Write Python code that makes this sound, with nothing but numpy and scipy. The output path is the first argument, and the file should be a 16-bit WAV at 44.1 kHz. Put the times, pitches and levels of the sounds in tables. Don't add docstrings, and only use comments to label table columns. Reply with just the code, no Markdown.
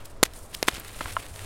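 import sys
import numpy as np
from scipy import signal
from scipy.fft import rfft, irfft
from scipy.io import wavfile

SR = 44100
rng = np.random.default_rng(int(sys.argv[2]) if len(sys.argv) > 2 else 0)


def file_out(sig):
    cols = np.atleast_2d(sig).T
    lim = np.clip(cols, -1, 1)
    pcm = np.round(lim * 32767).astype(np.int16)
    wavfile.write(sys.argv[1], SR, pcm)


N = 63945
TIME = np.arange(N) / SR
CRACK_RISE_S = 0.000045


def from_db(db):
    return 10 ** (np.asarray(db) / 20)


def unit_rms(x):
    return x / np.sqrt(np.mean(x ** 2) + 1e-20)


def fader(points):
    return from_db(np.interp(TIME, *np.transpose(points)))


def swell(peak_s, rise_s, fall_s):
    return np.exp(-np.maximum((peak_s - TIME) / rise_s, (TIME - peak_s) / fall_s))


def drift(rate_hz):
    pole = np.exp(-2 * np.pi * rate_hz / SR)
    return unit_rms(signal.lfilter([1], [1, -2 * pole, pole * pole], rng.standard_normal(2 * N))[N:])


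def equalise(x, spectrum, tilt_db=0):
    size = 4096
    hz, db = np.transpose(spectrum)
    bin_octaves = np.log2(np.maximum(np.arange(size // 2 + 1) * SR / size, 1))
    tilted_db = db + tilt_db * np.log2(hz / hz.mean())
    gain = from_db(np.interp(bin_octaves, np.log2(hz), tilted_db))
    cepstrum = irfft(np.log(gain))
    cepstrum[1:size // 2] *= 2
    cepstrum[size // 2 + 1:] = 0
    impulse_response = irfft(np.exp(rfft(cepstrum)))
    return signal.fftconvolve(x, impulse_response)[:len(x)]


def grains(per_s, spread_db):
    onsets = rng.random(N) < per_s / SR
    sizes = from_db(spread_db * np.minimum(rng.exponential(1, N), 4))
    return onsets * sizes * rng.choice([-1, 1], N)


def click(at_s, db):
    return from_db(db) * (np.arange(N) == int(at_s * SR))


def ring(x, hz, t60_s):
    decay = from_db(-60 / (t60_s * SR))
    angle = 2 * np.pi * hz / SR
    return signal.lfilter([0, np.sin(angle)], [1, -2 * decay * np.cos(angle), decay * decay], x + 1e-18)


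def cracking(envelope, db, tilt_db):
    # (frequency [Hz], relative level [dB])
    crack_spectrum = [(90, -28), (250, -13.5), (700, -1.5), (1200, 0), (2300, 2.5), (3800, 0), (6000, -5),
                      (9500, -8), (13000, -12.5), (16000, -22.5)]
    cracks = equalise(grains(per_s=12000, spread_db=3.5) * envelope, crack_spectrum, tilt_db)
    return from_db(db) * unit_rms(cracks) * np.sqrt(np.mean(envelope ** 2))


def snaps():
    # (time [s], recoil level [dB],
    # recoil pitch [Hz], crack level [dB], crack length [s], crack brightness [dB/octave])
    fractures = [(0.2296, 1, 444, -12.5, 0.0033, 2.5), (0.2299, -3, 1290, -10.5, 0.00044, 3.5),
                 (0.2339, 2, 2010, -13.5, 0.00093, 0.5), (0.2349, -8, 2920, -8, 0.0012, 2),
                 (0.628, -5, 575, -13.5, 0.00086, 0.5), (0.631, -12, 2600, -26, 0.0009, 0),
                 (0.68, -21, 307, -19.5, 0.0018, 0.3), (0.6831, -9, 330, -22.5, 0.00046, -1),
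                 (0.6832, -12, 860, -22, .0006, 3.5), (0.6844, 6.5, 1850, -16, 0.0013, 1.7),
                 (0.687, -14, 2500, -21.5, 0.0028, 1.3), (0.7807, -27, 265, -35.5, 0.00068, -2.5),
                 (1.0087, -10, 1150, -32.5, .003, -4), (1.0116, -16.5, 570, -36, 0.004, -3),
                 (1.0573, -18.5, 1850, -34.5, .0025, -5)]
    recoil_cycles, low_cut_ratio = 2.79, 0.41
    out = np.zeros(N)
    for at_s, recoil_db, hz, crack_db, length_s, tilt_db in fractures:
        age = np.maximum(TIME - at_s, 0)
        envelope = np.minimum(age / CRACK_RISE_S, 1) * np.exp(-(age / length_s) ** 2 / 2)
        recoil = ring(click(at_s, recoil_db), hz, t60_s=recoil_cycles / hz)
        low_cut = signal.butter(2, low_cut_ratio * hz, "high", fs=SR, output="sos")
        out += cracking(envelope, crack_db, tilt_db) - signal.sosfilt(low_cut, recoil)
    return out


def crunches():
    # (peak time [s], level [dB], swell [s], release [s], brightness [dB/octave])
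    crushes = [(0.057, -39, 0.0049, 0.0028, 6.5), (0.236, -33.5, 0.0027, 0.0066, 3.5),
               (0.254, -32.5, 0.0033, 0.0075, 2.3), (0.336, -39, 0.0004, 0.0018, 5),
               (0.549, -26.5, 0.005, 0.0014, 3), (0.673, -35, 0.0024, 0.0077, 2.5),
               (0.691, -33, 0.0013, 0.0046, -0.5), (0.712, -38, 0.00083, 0.003, -1),
               (0.743, -37, 0.003, 0.0087, 2.5), (0.765, -38.5, 0.005, 0.006, 1.5),
               (0.799, -35, 0.003, 0.0038, 15), (0.882, -42, 0.0059, 0.0057, 5.5),
               (1.082, -38.5, 0.0047, 0.0027, -5), (1.125, -37.5, 0.003, 0.0015, 6)]
    return sum(cracking(swell(peak_s, rise_s, fall_s), db, tilt_db)
               for peak_s, db, rise_s, fall_s, tilt_db in crushes)


def crumb_pops():
    # (time [s], level [dB])
    pops = [(0.254, -28), (0.261, -30), (0.7321, -35), (0.749, -29), (0.757, -28), (0.7691, -29.5),
            (0.8027, -34.5), (0.848, -33.5), (1.265, -33), (1.3607, -32.5), (1.3928, -29.5)]
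    return sum(cracking(swell(at_s, CRACK_RISE_S, fall_s=0.00098), db, tilt_db=-0.8) for at_s, db in pops)


def rings_and_knock():
    # (time [s], drive level [dB])
    onsets = [(1.0078, -21), (1.058, -25), (1.167, -9.5)]
    # (frequency [Hz], gain before the low cut [dB], time to fall 60 dB [s])
    modes = [(662, -5.5, 0.025), (1058, -3.5, 0.022), (1320, -1.5, 0.017), (1620, -15, 0.015),
             (2120, -22, .016), (2860, -9.5, .011)]
    softness_hz, low_cut_hz = 2780, 864
    pulses = sum(click(at_s, db) for at_s, db in onsets)
    pole = np.exp(-2 * np.pi * softness_hz / SR)
    soft_pulses = signal.lfilter([(1 - pole) ** 2], [1, -2 * pole, pole * pole], pulses)
    ringing = sum(from_db(db) * ring(soft_pulses, hz, t60_s) for hz, db, t60_s in modes)
    return signal.sosfilt(signal.butter(4, low_cut_hz, "high", fs=SR, output="sos"), ringing)


def grit_trickle():
    # (time [s], level [dB])
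    flow = [(0, -54.5), (.1, -62.5), (.22, -80), (.27, -60), (.37, -54.5), (.48, -73), (.53, -48.5),
            (.59, -53.5), (.66, -49.5), (.71, -43), (.77, -45), (.82, -49.5), (.92, -46.5), (1.09, -40),
            (1.15, -47), (1.24, -45), (1.31, -55), (1.39, -45.5), (1.45, -47.5)]
    # (frequency [Hz], relative level [dB])
    grit_spectrum = [(150, -1), (500, -1.5), (800, -3.5), (1300, -1), (2400, -1), (4000, -5), (6300, -14),
                     (9000, -11), (13000, -16.5), (16000, -20.5)]
    clump_db = 2
    grit = grains(per_s=4000, spread_db=3.5) * from_db(clump_db * drift(rate_hz=62))
    return fader(flow) * unit_rms(equalise(grit, grit_spectrum))


def powder_hiss():
    # (time [s], level [dB])
    rubbing = [(0, -70), (.1, -56), (.22, -84), (.325, -57), (.34, -49), (.385, -47.5), (.41, -56.5),
               (.5, -55), (.56, -47.5), (.65, -51), (.76, -53), (.99, -48), (1.12, -48), (1.16, -51.5),
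               (1.3, -52.5), (1.41, -47), (1.45, -47)]
    # (frequency [Hz], relative level [dB])
    powder_spectrum = [(1000, -30), (4000, -10), (6500, -6), (8200, -2.5), (9500, 0), (11000, -8),
                       (13000, -9), (16000, -17)]
    clump_db = 3
    dust = grains(per_s=13000, spread_db=4) * from_db(clump_db * drift(rate_hz=47))
    return fader(rubbing) * unit_rms(equalise(dust, powder_spectrum))


def hand_bumps():
    # (time [s], level [dB], pitch [Hz])
    thumps = [(0.734, -29.5, 55), (1.007, -35.5, 172), (1.054, -30, 84)]
    return sum(ring(click(at_s, db), hz, t60_s=0.065) for at_s, db, hz in thumps)


def reflections(x):
    level_db, t60_s = -35, 0.088
    age = TIME[:SR // 4]
    tail = rng.standard_normal(len(age)) * from_db(-60 * age / t60_s)
    return from_db(level_db) * signal.fftconvolve(x, tail / np.linalg.norm(tail))[:N]


def room_rumble():
    # (frequency [Hz], relative level [dB])
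    room_spectrum = [(20, 1), (45, -5), (110, -9), (170, -17.5), (280, -19.5), (650, -17.5), (850, -23.5),
                     (1100, -22.5), (2500, -37), (8000, -42), (16000, -56)]
    return from_db(-43) * unit_rms(equalise(rng.standard_normal(N), room_spectrum))


def low_hum():
    pitch_hz, pitch_swing, level_swing_db = 92, 0.052, 12.5
    start_s, fade_s = 1.03, 0.023
    waver = np.tanh(drift(rate_hz=12))
    phase = 2 * np.pi * np.cumsum(pitch_hz * (1 + pitch_swing * waver)) / SR
    hum = unit_rms(from_db(level_swing_db * waver) * np.sin(phase))
    fade_in = np.clip((TIME - start_s) / fade_s, 0, 1)
    return from_db(-47.5) * hum * fade_in


def scene():
    chalk = snaps() + crunches() + crumb_pops() + rings_and_knock() + grit_trickle() + powder_hiss()
    return (chalk + reflections(chalk) + hand_bumps() + room_rumble() + low_hum())[None]


def record(dry):
    high_cut = signal.ellip(10, 0.1, 80, 16000, fs=SR, output="sos")
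    return signal.sosfilt(high_cut, np.clip(dry, -1, 1))


dry = scene()
out = record(dry)
file_out(out)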